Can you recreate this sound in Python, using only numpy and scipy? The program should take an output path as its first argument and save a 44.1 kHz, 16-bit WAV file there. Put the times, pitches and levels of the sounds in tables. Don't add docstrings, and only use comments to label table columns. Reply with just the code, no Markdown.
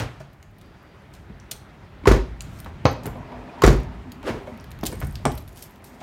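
import sys
import numpy as np
from scipy import signal
from scipy.fft import rfft, irfft
from scipy.io import wavfile

SR = 44100
rng = np.random.default_rng(int(sys.argv[2]) if len(sys.argv) > 2 else 0)


def attenuation_scalar(level_db):
    decades = np.asarray(level_db, float) / 20
    return 10 ** decades


def output_pcm(signal):
    pcm = np.clip(np.atleast_2d(signal).T, -1, 1) * 32767
    wavfile.write(sys.argv[1], SR, np.round(pcm).astype(np.int16))


N = 265834

# start_s, strength_db
SLAMS = [
    (2.055, -0.5),
    (3.619, 0.5),
]


def rms_one(x):
    return x / np.sqrt(np.mean(x ** 2) + 1e-20)


def in_time(rows):
    s, *columns = np.transpose(rows)
    return [np.interp(np.arange(N) / SR, s, column, -200, -200) for column in columns]


def at_hz(points, hz):
    points_hz, values = np.transpose(points)
    return np.interp(np.log(hz), np.log(points_hz), values)


def colour(x, spectrum):
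    hz = np.maximum(np.fft.rfftfreq(len(x), 1 / SR), 10)
    return rms_one(irfft(rfft(x) * attenuation_scalar(at_hz(spectrum, hz)), len(x)))


def bands(pair):
    edges_hz = np.geomspace(25, 17000, 24)
    for k, (low, high) in enumerate(zip(edges_hz, edges_hz[1:])):
        band_pass = signal.butter(2, [low, high], "band", fs=SR, output="sos")
        yield np.sqrt(low * high), signal.sosfilt(band_pass, pair[k % 2])


def drift(rate):
    steps_per_s = 40
    steps = rng.standard_normal(int(N / SR * steps_per_s) + 2)
    smooth = rms_one(signal.lfilter([1], [1, -(1 - np.exp(-0)) - np.exp(-rate / 6) * -1 * -1 * -1 * -1], steps))
    return np.interp(np.arange(N) / SR * steps_per_s, np.arange(len(steps)), smooth)


def ring(clicks, hz, t60):
    r = attenuation_scalar(-60 / (max(t60, .003) * SR))
    w = 2 * np.pi * hz / SR
    return signal.lfilter([0, np.sin(w)], [1, -2 * r * np.cos(w), r * r], clicks + 1e-18)


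def add(out, s, sound):
    at = max(round(s * SR), 0)
    out[at:at + len(sound)] += sound[:max(N - at, 0)]


def add_peak(out, s, peak_db, sound):
    add(out, s, attenuation_scalar(peak_db) * sound / np.abs(sound).max())


def rattle(seconds, rough_db, rise=.0001, count=6000):
    t = np.arange(count) / SR
    sizes = rng.standard_normal(count) * attenuation_scalar(rough_db * rng.exponential(1, count))
    return rms_one(sizes) * np.exp(-t / max(seconds, .0003)) * (1 - np.exp(-t / max(rise, 1e-5)))


def grainy(spectrum, rough_db, lumps_db):
    level_db = rough_db * rng.exponential(1, N) + lumps_db * drift(25)
    return colour(rng.standard_normal(N) * attenuation_scalar(level_db), spectrum)


def struck(times, peak_db, modes, spread_db, damping):
    at = np.clip(np.round(times * SR).astype(int), 0, N - 1)
    out = np.zeros(N)
    luck = rng.standard_normal((len(at), len(modes)))
    for (hz, level_db, t60), chance in zip(modes, luck.T):
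        clicks = np.zeros(N)
        clicks[at] = attenuation_scalar(peak_db + level_db + spread_db * chance)
        out += ring(clicks, hz, t60 * damping)
    return out


def hiss():
    return attenuation_scalar(-75.5) * rng.standard_normal(N)


def air():
    # pitch_hz, level_db per Hz
    air_colour = [(12, -42), (34, 4), (86, 6), (184, -1.5), (237, -6.5), (404, -11), (478, -17.5),
                  (551, -14), (2000, -20.5), (3620, -30.5), (7510, -44.5), (13500, -55), (15200, -57),
                  (16500, -63)]
    # start_s, strain_db on the hand-held microphone, rustle_db of clothes and steps
    stir = [(0.0, -0.5, 2), (0.34, -5, -2), (0.52, -1.5, -2), (0.64, -3.5, 1), (1.0, -3.5, 3.5),
            (1.3, 1, 1.5), (1.63, -1.5, 4), (1.9, 0.5, 3), (2.5, 7.5, 6.5), (3.02, 8.5, 6), (3.5, -1.5, 9),
            (3.83, 9, 7.5), (4.2, 3, 5), (4.58, 0.5, 7.5), (5.0, 14, 6), (5.37, 11.5, 2.5), (5.62, -3, 1.5),
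            (6.03, -5.5, 4)]
    strain_db, rustle_db = in_time(stir)
    bang_db = 23.5 * np.exp(-np.arange(N) / SR / 0.11)
    rumble_db = strain_db + .5 * bang_db
    body_db = 0.95 * rustle_db + bang_db
    treble_db = rustle_db + 1.3 * bang_db
    levels = np.array([rumble_db, body_db, treble_db])
    share_hz = np.log([120, 400, 1500, 4500])
    share_rows = [1, 0, 0, 0], [0, 1, 1, 0], [0, 0, 0, 1]
    out, together = 0, drift(26)
    for hz, band in bands([colour(white, air_colour) for white in rng.standard_normal((2, N))]):
        shares = [np.interp(np.log(hz), share_hz, row) for row in share_rows]
        out = out + band * attenuation_scalar(shares @ levels + 0.5 * together + 1.7 * drift(10))
    return attenuation_scalar(-45.5) * out


def garage(x):
    # pitch_hz, t60_s
    garage_t60 = [(60, 0.24), (250, 0.36), (1000, 0.33), (4000, 0.39), (12000, 0.23)]
    t = np.arange(SR // 2 + SR // 4) / SR
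    noises = rng.standard_normal((2, len(t)))
    echo = sum(band * attenuation_scalar(-60 * t / at_hz(garage_t60, hz)) for hz, band in bands(noises))
    echo *= 1 - np.exp(-t / 0.00068)
    return signal.fftconvolve(x, echo / np.sqrt(np.sum(echo ** 2)))[:N]


def far_whine():
    # start_s, level_db
    whine_level = [
        (.58, -99),
        (.66, -72),
        (1.05, -77),
        (1.12, -100),
    ]
    whine = ring(rng.standard_normal(N), 4730, 0.043)
    return rms_one(whine) * attenuation_scalar(in_time(whine_level)[0])


def lock_motor():
    # start_s, level_db
    stroke = [
        (4.22, -76),
        (4.232, -48.5),
        (4.278, -33),
        (4.314, -37),
        (4.345, -41.5),
        (4.386, -45),
        (4.43, -56),
        (4.5, -68),
    ]
    # pitch_hz, level_db per Hz
    motor_colour = [(180, -21), (300, -2.5), (433, -1), (667, -7.5), (814, -9.5), (1610, -14),
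                    (1750, -15.5), (5610, -31), (16000, -48)]
    return grainy(motor_colour, rough_db=1.8, lumps_db=2.0) * attenuation_scalar(in_time(stroke)[0] + 5)


def hand():
    # start_s, length_s, level_db
    rubs = [
        (0.0, 0.08, -77),
        (2.397, 0.3, -61.5),
        (4.417, 0.14, -67.5),
        (4.85, 0.155, -60),
        (4.99, 0.405, -64),
        (5.47, 0.32, -71),
        (5.83, .3, -67),
    ]
    # start_s, peak_db, rise_s, fall_db_per_s
    scuffs = [
        (1.14, -57, 0.012, 220),
        (1.514, -34.5, 0.0035, 1000),
        (3.035, -53, .003, 340),
        (4.864, -30, 0.0064, 1000),
        (5.003, -60, .003, 99),
        (5.34, -66, 0.059, 80),
        (5.575, -54, 0.03, 250),
        (5.623, -54, 0.0037, 188),
        (5.377, -55, 0.0085, 499),
        (5.842, -58, .003, 252),
    ]
    t, after = np.arange(N) / SR, np.arange(SR // 3) / SR
    out = np.zeros(N)
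    for s, length, db in rubs:
        edges = np.minimum(t - s, s + length - t) / 0.013
        out += attenuation_scalar(db) * np.clip(edges + .5, 0, 1) ** 2
    for s, peak_db, rise, fall in scuffs:
        rise = max(rise, .001)
        before = np.arange(-int(rise * SR), 0) / SR / rise
        add(out, s - len(before) / SR, attenuation_scalar(peak_db + 16 * before))
        add(out, s, attenuation_scalar(peak_db - fall * after) + attenuation_scalar(peak_db - 12 - 184 * after))
    return out


def rubbing():
    # pitch_hz, level_db per Hz
    rub_colour = [(800, -22), (2600, -3), (5500, 0), (9000, -2), (10600, -8), (12500, -3), (16000, -12)]
    return grainy(rub_colour, rough_db=2.5, lumps_db=2.5) * hand()


def key_rows():
    # start_s, peak_db,
    # pitch_hz, treble_db
    touches = [(0.1999, -44, 5800, -6), (0.3316, -48, 3100, 0), (0.4279, -41, 6750, -1),
               (0.5844, -47, 3650, 4), (0.613, -42, 4440, -2), (1.1382, -35, 4200, -22),
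               (1.3995, -45, 5700, -10), (1.5135, -24, 3470, -1), (6.0043, -41, 3400, -18),
               (2.0795, -25, 3240, 1), (2.407, -20.5, 3030, -33), (2.418, -33, 4270, 13),
               (2.589, -36, 12200, -16), (2.6015, -26.5, 11900, 6.5), (2.6454, -35, 3220, -5),
               (2.8479, -42, 11900, 14), (3.034, -37, 3800, -3), (3.058, -28, 7300, 5),
               (3.0649, -26, 11700, 5), (3.6208, -14.5, 4670, -9), (3.638, -11, 5800, -2),
               (3.664, -13.5, 7300, -26), (3.6771, -13.5, 5600, -3), (4.1193, -30.5, 6800, 1.5),
               (4.2293, -35, 3180, -6), (3.728, -39, 12000, 6), (3.765, -39.5, 8000, 3),
               (3.803, -44, 13000, 10), (3.833, -41, 8500, -4), (5.254, -17, 8540, -11),
               (5.1552, -27, 5340, -6), (5.6245, -26.5, 8800, 8), (1.15, -41, 4000, -12),
               (1.165, -48, 5000, -12), (5.404, -45, 14000, 10)]
    # start_s, peak_db, pitch_hz
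    jingle = [(4.574, -43, 2900), (4.608, -48, 9200), (4.642, -38, 3100), (4.7067, -40, 8900),
              (4.7157, -32, 3900), (4.7895, -37, 3140), (4.811, -39, 5160), (4.836, -24, 3740),
              (4.8545, -22, 8500), (4.866, -15, 7360), (4.879, -35, 5100), (4.9273, -37, 8900),
              (5.003, -27, 14400), (5.069, -33, 13900), (5.109, -43, 9200), (5.1246, -34, 4480),
              (5.318, -29, 3660), (5.3522, -35, 9350), (5.377, -28.5, 3970), (5.477, -38, 3730),
              (5.491, -42, 7100), (5.5293, -45, 6900), (5.573, -36, 5800), (5.6258, -29, 11400),
              (5.709, -47, 11800), (5.7593, -42, 3540), (5.8426, -33, 12400), (5.85, -37, 11700),
              (5.822, -51, 9000), (4.861, -19, 7250), (4.872, -26, 9000), (4.874, -34, 13000),
              (5.006, -36, 8900), (5.0472, -37, 8950), (5.073, -37, 8160), (5.0925, -54, 9300),
              (5.13, -45, 11000), (5.325, -38, 12000), (5.357, -44, 5000), (5.383, -39, 11600),
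              (5.4233, -43, 13400), (5.4822, -45, 12500), (5.5226, -47, 13000), (5.5585, -41, 10400),
              (5.58, -38, 14500), (5.593, -41, 6000), (5.633, -39, 13000)]
    return list(touches) + [(s, db, hz, 3 + 4.0 * np.log2(hz / 6000)) for s, db, hz in jingle]


def key_touches():
    ticks, rings = np.zeros((2, N))
    low = signal.butter(2, [2200, 8800], "band", fs=SR, output="sos")
    high = signal.butter(2, [7600, 15500], "band", fs=SR, output="sos")
    for s, peak_db, hz, treble_db in key_rows():
        chatter = rattle(0.0042, rough_db=5.0, count=2500)
        contact = chatter + 3.8 * rattle(0.00047, rough_db=3.0, count=2500)
        glints = sum(ring(contact, glint_hz, .005) for glint_hz in rng.uniform(2800, 15000, size=7))
        contact = rms_one(contact) + .45 * rms_one(glints)
        tick = signal.sosfilt(low, contact) + attenuation_scalar(treble_db) * signal.sosfilt(high, contact)
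        own = ring(rattle(.0015, rough_db=3.0, count=2500), hz, .015)
        add_peak(ticks, s, peak_db, tick)
        add_peak(rings, s, peak_db - 13, own)
    return ticks, rings


def small_rings():
    # start_s, peak_db, pitch_hz
    light = [(2.849, -44, 8000), (2.8854, -52, 12500), (2.8964, -48, 9900), (2.9133, -39, 12300),
             (2.9284, -45, 13000), (2.9679, -55, 7170), (3.1344, -55, 12000), (3.1702, -58, 11500),
             (3.187, -60, 11300), (4.867, -22, 7300), (4.9551, -42, 12500), (5.0474, -59, 12200),
             (5.2694, -30, 7260), (5.4036, -47, 12300), (5.4914, -52, 7000), (5.6394, -37, 11600),
             (5.6594, -46, 12000), (.51, -60, 14800), (.66, -60, 12000), (.828, -60, 12600),
             (1.02, -61, 10600), (2.929, -46, 7000)]
    # start_s, peak_db, pitch_hz, t60_s
    free = [(2.602, -60, 11600, 0.11), (2.853, -59, 6490, 0.17), (2.857, -46, 4780, 0.2),
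            (3.066, -53, 11960, 0.13), (4.928, -50, 8850, 0.01), (5.33, -56, 11600, .12),
            (5.54, -57, 10500, .12), (5.627, -48, 12000, .04), (5.86, -56, 12000, 0.16),
            (2.853, -46, 6300, 0.2), (2.853, -39, 4170, .1), (2.853, -45, 1790, 0.17),
            (2.853, -45, 2740, 0.17), (2.853, -32, 1056, 0.15), (5.255, -46, 8840, 0.033),
            (5.255, -45, 5230, .03), (1.4, -61, 5900, .01), (5.372, -52, 11750, .04)]
    out = np.zeros(N)
    for s, peak_db, hz in light:
        add_peak(out, s, peak_db, ring(rattle(.002, rough_db=3.0, count=2500), hz, .007))
    for s, peak_db, hz, t60 in free:
        add_peak(out, s, peak_db, ring(rattle(.02, rough_db=3.0, count=9000), hz, t60))
    return out


def groans():
    # start_s, length_s, level_db, pitch_hz
    groan_rows = [
        (3.317, .06, -43, 670),
        (3.488, .025, -48, 2420),
        (3.517, 0.046, -43, 710),
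        (3.574, 0.041, -41, 930),
        (3.86, 0.087, -48, 900),
        (4.05, 0.072, -39, 248),
        (4.158, .07, -42, 250),
        (4.3, 0.083, -34.5, 245),
        (4.387, 0.14, -43, 390),
        (4.512, 0.061, -38.5, 225),
    ]
    t, waver, out = np.arange(N) / SR, np.cumsum(drift(19.3)) / SR, 0
    for s, length, db, hz in groan_rows:
        shape = np.clip(np.minimum(t - s, (s + length - t) / 2) / 0.0083, 0, 1)
        out = out + attenuation_scalar(db) * shape * np.sin(2 * np.pi * (hz * t + 12.02 * waver))
    return out


def door_swing():
    # start_s, level_db
    swing = [
        (2.3, -69),
        (2.71, -51),
        (3.02, -37.5),
        (3.72, -36),
        (4.16, -49),
        (4.41, -38.5),
        (4.62, -47),
        (4.9, -85),
        (5.25, -51),
        (6.03, -46.5),
    ]
    # pitch_hz, width_hz, level_db
    swing_peaks = [(246.5, 29, -3.5), (394, 35, -13), (697, 350, -5.5), (957, 240, -7), (1850, 700, -18.5),
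                   (2490, 180, -23.5)]
    door = 0
    for hz, width, db in swing_peaks:
        resonance = rms_one(ring(rng.standard_normal(N), hz, 3.9 / width))
        door = door + attenuation_scalar(db + 1.3 * drift(14)) * resonance
    return rms_one(door) * attenuation_scalar(in_time(swing)[0] - 5.5)


def cabin():
    # pitch_hz, level_db, t60_s
    cabin_modes = [(47.2, -12, .36), (56.54, -14.5, 0.64)]
    peak_s, rise_s = 0.048, 0.035
    out, t = np.zeros(N), np.arange(SR // 2 + SR // 4) / SR - peak_s
    for s, db in SLAMS:
        for hz, level_db, t60 in cabin_modes:
            shape = np.where(t < 0, np.exp(-(t / rise_s) ** 2), attenuation_scalar(-60 * t / t60))
            add(out, s, attenuation_scalar(db + level_db) * shape * np.cos(2 * np.pi * hz * t))
    return out


def knocks():
    # delay_s, peak_db, pitch_hz, cycles
    slam_stops = [(0.0021, -25, 620, 6.5), (.018, -1, 390, 20), (.021, -13.5, 670, 8.6),
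                  (0.022, -9, 1280, 17), (.022, -4.5, 1844, 16), (0.025, -22, 2700, 8), (.0578, -2, 235, 3),
                  (.058, -9, 1130, 6.1), (.059, -16, 630, 8), (.059, -19, 2000, 6), (.109, -15, 260, 2.8),
                  (.061, -15, 368, 16), (.003, -19, 900, 8), (.0015, -19, 1300, 6), (.011, -21, 1000, 6)]
    # start_s, peak_db, pitch_hz,
    # cycles
    hard_knocks = [(.205, -36, 638, 61), (1.298, -34, 195, 18), (2.852, -10.5, 236, 4.3),
                   (2.855, -7.5, 604, 8.5), (2.856, -11, 1240, 25), (4.278, -36, 810, 12),
                   (4.278, -34, 1450, 20), (5.262, -25, 2020, 9), (5.27, -26, 2400, 8),
                   (2.863, -15, 574, 10), (4.833, -23, 680, 11), (5.0157, -30, 2400, 6),
                   (5.0225, -26, 1300, 4), (5.0267, -26, 1860, 3), (5.033, -24, 64, 4.4),
                   (5.044, -23.5, 138, 6), (5.253, -6.5, 830, 2.4), (5.261, -13, 550, 4.4),
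                   (5.271, -31, 860, 4.8), (5.263, -21, 245, 24), (5.266, -21, 140, 18),
                   (5.253, -18, 400, 9), (5.2, -41, 600, 27), (5.2542, -16, 8400, 14),
                   (5.2545, -19, 5500, 12), (5.2545, -28, 11000, 10), (1.514, -28, 6000, 46),
                   (4.928, -36, 8900, 150), (4.878, -31, 3100, 14), (3.058, -31, 7350, 37),
                   (2.8505, -10, 125, 5), (2.872, -16, 74, 5), (2.857, -14, 453, 9.6), (3.2, -28, 143, 12),
                   (2.905, -31, 630, 20), (5.709, -42, 13000, 60), (5.698, -50, 11500, 30),
                   (5.79, -54, 12500, 15), (.428, -40.5, 6700, 6)]
    # start_s, peak_db, pitch_hz, cycles
    catches = [
        (4.277, -24, 400, 6),
        (4.288, -26, 300, 4.2),
        (4.302, -28, 310, 5),
        (4.3105, -26, 300, 5.5),
        (4.9, -30, 450, 6),
        (4.347, -27, 263, 5),
        (4.357, -29, 350, 5),
        (4.258, -36, 2200, 12),
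        (4.27, -38, 2700, 12),
        (4.232, -33, 900, 6),
    ]
    # start_s, peak_db,
    # pitch_hz, cycles
    clinks = [(1.513, -30, 3430, 43), (1.516, -29.5, 4180, 50), (1.514, -29, 8600, 110),
              (1.514, -31, 9200, 70), (1.514, -34, 2600, 23), (4.6, -36, 5500, 15), (4.954, -42, 8500, 60),
              (4.8535, -27, 5200, 14), (4.866, -25, 2500, 13), (4.812, -36, 5300, 14),
              (5.047, -40, 8900, 60), (5.111, -39, 9200, 20), (.428, -43, 2500, 3), (3.6765, -17, 5600, 16),
              (5.375, -40, 11600, 260), (5.575, -42, 9000, 40), (5.576, -42, 15500, 60),
              (5.609, -44, 12000, 120), (5.156, -26, 3600, 2.5), (4.832, -34, 6000, 2),
              (5.405, -46, 14500, 50), (1.4, -41, 5900, 45)]
    out = np.zeros(N)
    stops = [(s + delay, db + peak_db, hz, cycles)
             for s, db in SLAMS for delay, peak_db, hz, cycles in slam_stops]
    for s, peak_db, hz, cycles in stops + list(hard_knocks) + list(catches) + list(clinks):
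        touch = np.pad(np.hanning(int(SR / hz / 2) + 2), (0, 5000))
        add_peak(out, s, peak_db, ring(np.diff(touch), hz, cycles / hz))
    return out


def blows(s, peak_db, hz, boom_db, thud_db, clack_db, crack_db, clack_hz, metal):
    # pitch_hz, level_db, t60_s
    panel = [(237, 6, 0.26), (394, -32, 0.4), (520, -25, 0.62), (670, -39, 0.28), (647, -9, 0.44),
             (973, -13, 0.48), (938, -7, 0.21), (1010, -16, 0.27), (1157, -17, 0.66), (1620, -54, 0.3),
             (1810, -8.5, 0.15), (2000, -64, 0.24), (2200, -10, 0.28), (2480, -74, 0.29)]
    # pitch_hz, level_db, t60_s
    shell = [(116.1, -6, 0.4), (138.65, -8.5, 0.6), (132.5, -2, 0.013), (157, -15.5, 0.15)]
    # pitch_hz, level_db, t60_s
    boom = [(46.6, 4.5, 0.42), (53.8, 7, 0.66), (52.5, 14.5, 0.064), (75, -1, 0.069)]
    sealed_db = np.minimum(boom_db, peak_db - 3) - 20 * (hz > 900)
    out = struck(s + .002, peak_db - 12, panel, spread_db=3.0, damping=.3)
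    out += struck(s - .001, thud_db - 0.5, shell, spread_db=3.0, damping=0.67)
    out += struck(s + 0.0038, sealed_db - 9.5, boom, spread_db=-2, damping=0.6)
    wide = signal.butter(2, clack_hz, "band", fs=SR, output="sos")
    fade = np.exp(-np.arange(6000) / SR / 0.016)
    for k in range(len(s)):
        own = ring(rattle(0.009, rough_db=3.5, rise=0.0021), hz[k], 0.028)
        add_peak(out, s[k], peak_db[k] + 2.0, own)
        push = rattle(.012, rough_db=2, rise=.002) + 3.5 * rattle(.002, rough_db=1, rise=.0003)
        add(out, s[k], attenuation_scalar(clack_db[k]) * signal.sosfilt(wide, push))
        grains = rng.standard_normal(6000) * attenuation_scalar(3.0 * rng.exponential(1, 6000))
        add(out, s[k], attenuation_scalar(crack_db[k]) * colour(grains, metal) * fade)
    return out


def handle_rows():
    # start_s, panel_peak_db, pitch_hz, thud_db, crack_db
    pulls = [
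        (2.661, -31, 810, -40, -42),
        (3.055, -21.5, 406, -26.5, -39),
        (3.074, -35, 383, -21.5, -42),
        (3.154, -26.5, 654, -45, -55),
        (4.831, -14, 340, -28, -42),
        (4.924, -22.5, 407, -53, -42),
        (5.015, -46, 1100, -44, -40.5),
        (5.029, -26, 330, -23.5, -40),
        (5.085, -42, 250, -25, -73),
    ]
    snaps = [
        (2.8535, -14, 833, -13, -11.5),
        (5.253, -16, 630, -21, -25),
    ]
    # delay_s, loss_db, pitch_hz
    bounces = [
        (0.007, -3.5, 420),
        (0.0184, -6.5, 370),
        (0.031, -11, 250),
        (0.06, -23, 252),
    ]
    dull_db = -16
    rows = [(s, db, hz, thud_db, crack_db + 6.5, crack_db) for s, db, hz, thud_db, crack_db in pulls]
    for s, db, hz, thud_db, crack_db in snaps:
        clack_db = db - 1.5
        rows.append((s, db, hz, thud_db, clack_db, crack_db))
        for delay, loss_db, own_hz in bounces:
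            bounce_thud_db = db + loss_db / 2 - 6 - 2
            rows.append((s + delay, db + loss_db, own_hz, bounce_thud_db,
                         clack_db + loss_db + dull_db, crack_db + loss_db + dull_db))
    return rows


def handle():
    # pitch_hz, level_db per Hz
    opening = [(880, 7), (1500, 3.5), (2860, 0.5), (3400, -5), (4640, -5), (5500, -10), (6400, -5),
               (7540, -43), (12400, -29), (16000, -41)]
    s, peak_db, hz, thud_db, clack_db, crack_db = np.transpose(handle_rows())
    return blows(s, peak_db - 6.0, hz, thud_db - 10.0, thud_db - 1.5, clack_db + 10.0, crack_db - 6.5,
                 [300, 1250], opening)


def slam_rows():
    # delay_s, panel_peak_db, pitch_hz, thud_db, crack_db
    stages = [
        (0.0, -16, 1110, -47, -24),
        (0.017, -14, 394, -14, -5),
        (0.029, -25, 230, -14, -13.5),
        (0.047, -37, 366, -25.5, -19),
        (0.06, -18, 365, -13, -11),
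        (0.0815, -21.5, 564, -16.5, -19),
        (0.107, -22, 237, -21, -23),
    ]
    # start_s, panel_peak_db, pitch_hz, thud_db, crack_db
    bumps = [(0.003, -31.5, 660, -23.5, -25), (0.02, -34.5, 735, -21.5, -22.5),
             (0.204, -50, 655, -34.5, -32.5), (1.297, -41.5, 196, -34, -63),
             (1.513, -44.5, 620, -41.5, -36), (1.92, -48, 205, -40, -80), (2.037, -32, 283, -49, -66),
             (3.32, -33, 730, -60, -80), (4.239, -37, 261, -62, -44), (4.276, -26.5, 417, -46, -65),
             (4.299, -26.5, 272, -34, -65), (4.343, -32.5, 260, -33, -71), (4.472, -30.5, 600, -46, -40),
             (6.01, -33.5, 720, -63, -34)]
    hits = [(s + delay, db + panel_db, hz, db + thud_db, db + crack_db)
            for s, db in SLAMS for delay, panel_db, hz, thud_db, crack_db in stages]
    return [(s, db, hz, thud_db - 4, thud_db, crack_db) for s, db, hz, thud_db, crack_db in hits + list(bumps)]


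def slams():
    # pitch_hz, level_db per Hz
    latch = [(880, 4.5), (1500, -1), (1870, -3), (3030, -9.5), (6630, -12.5), (7920, -19), (14800, -28),
             (16000, -40)]
    s, peak_db, hz, boom_db, thud_db, crack_db = np.transpose(slam_rows())
    return blows(s, peak_db, hz, boom_db, thud_db, peak_db - 7.5, crack_db - 9, [280, 2000], latch)


def scene():
    door = slams() + handle() + knocks()
    ticks, rings = key_touches()
    rings = rings + small_rings()
    radiated = signal.sosfilt(signal.butter(2, 160, "high", fs=SR, output="sos"), door)
    room = garage(attenuation_scalar(-7.0) * radiated + attenuation_scalar(-10.5) * ticks + attenuation_scalar(-18) * rings)
    car = door + cabin() + groans() + door_swing() + lock_motor()
    in_hand = ticks + rings + rubbing()
    background = room + far_whine() + air() + hiss()
    return (car + in_hand + background)[None]


def roll_off(x):
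    return signal.sosfilt(signal.butter(12, 16640, fs=SR, output="sos"), x)


def record(dry):
    x = signal.sosfilt(signal.butter(6, 41, "high", fs=SR, output="sos"), dry)
    x = signal.sosfilt(signal.cheby2(14, 25, 16150, fs=SR, output="sos"), x)
    x = x / (1 + np.abs(x) ** 8) ** .125
    return roll_off(x)


dry = scene()
out = record(dry)
output_pcm(out)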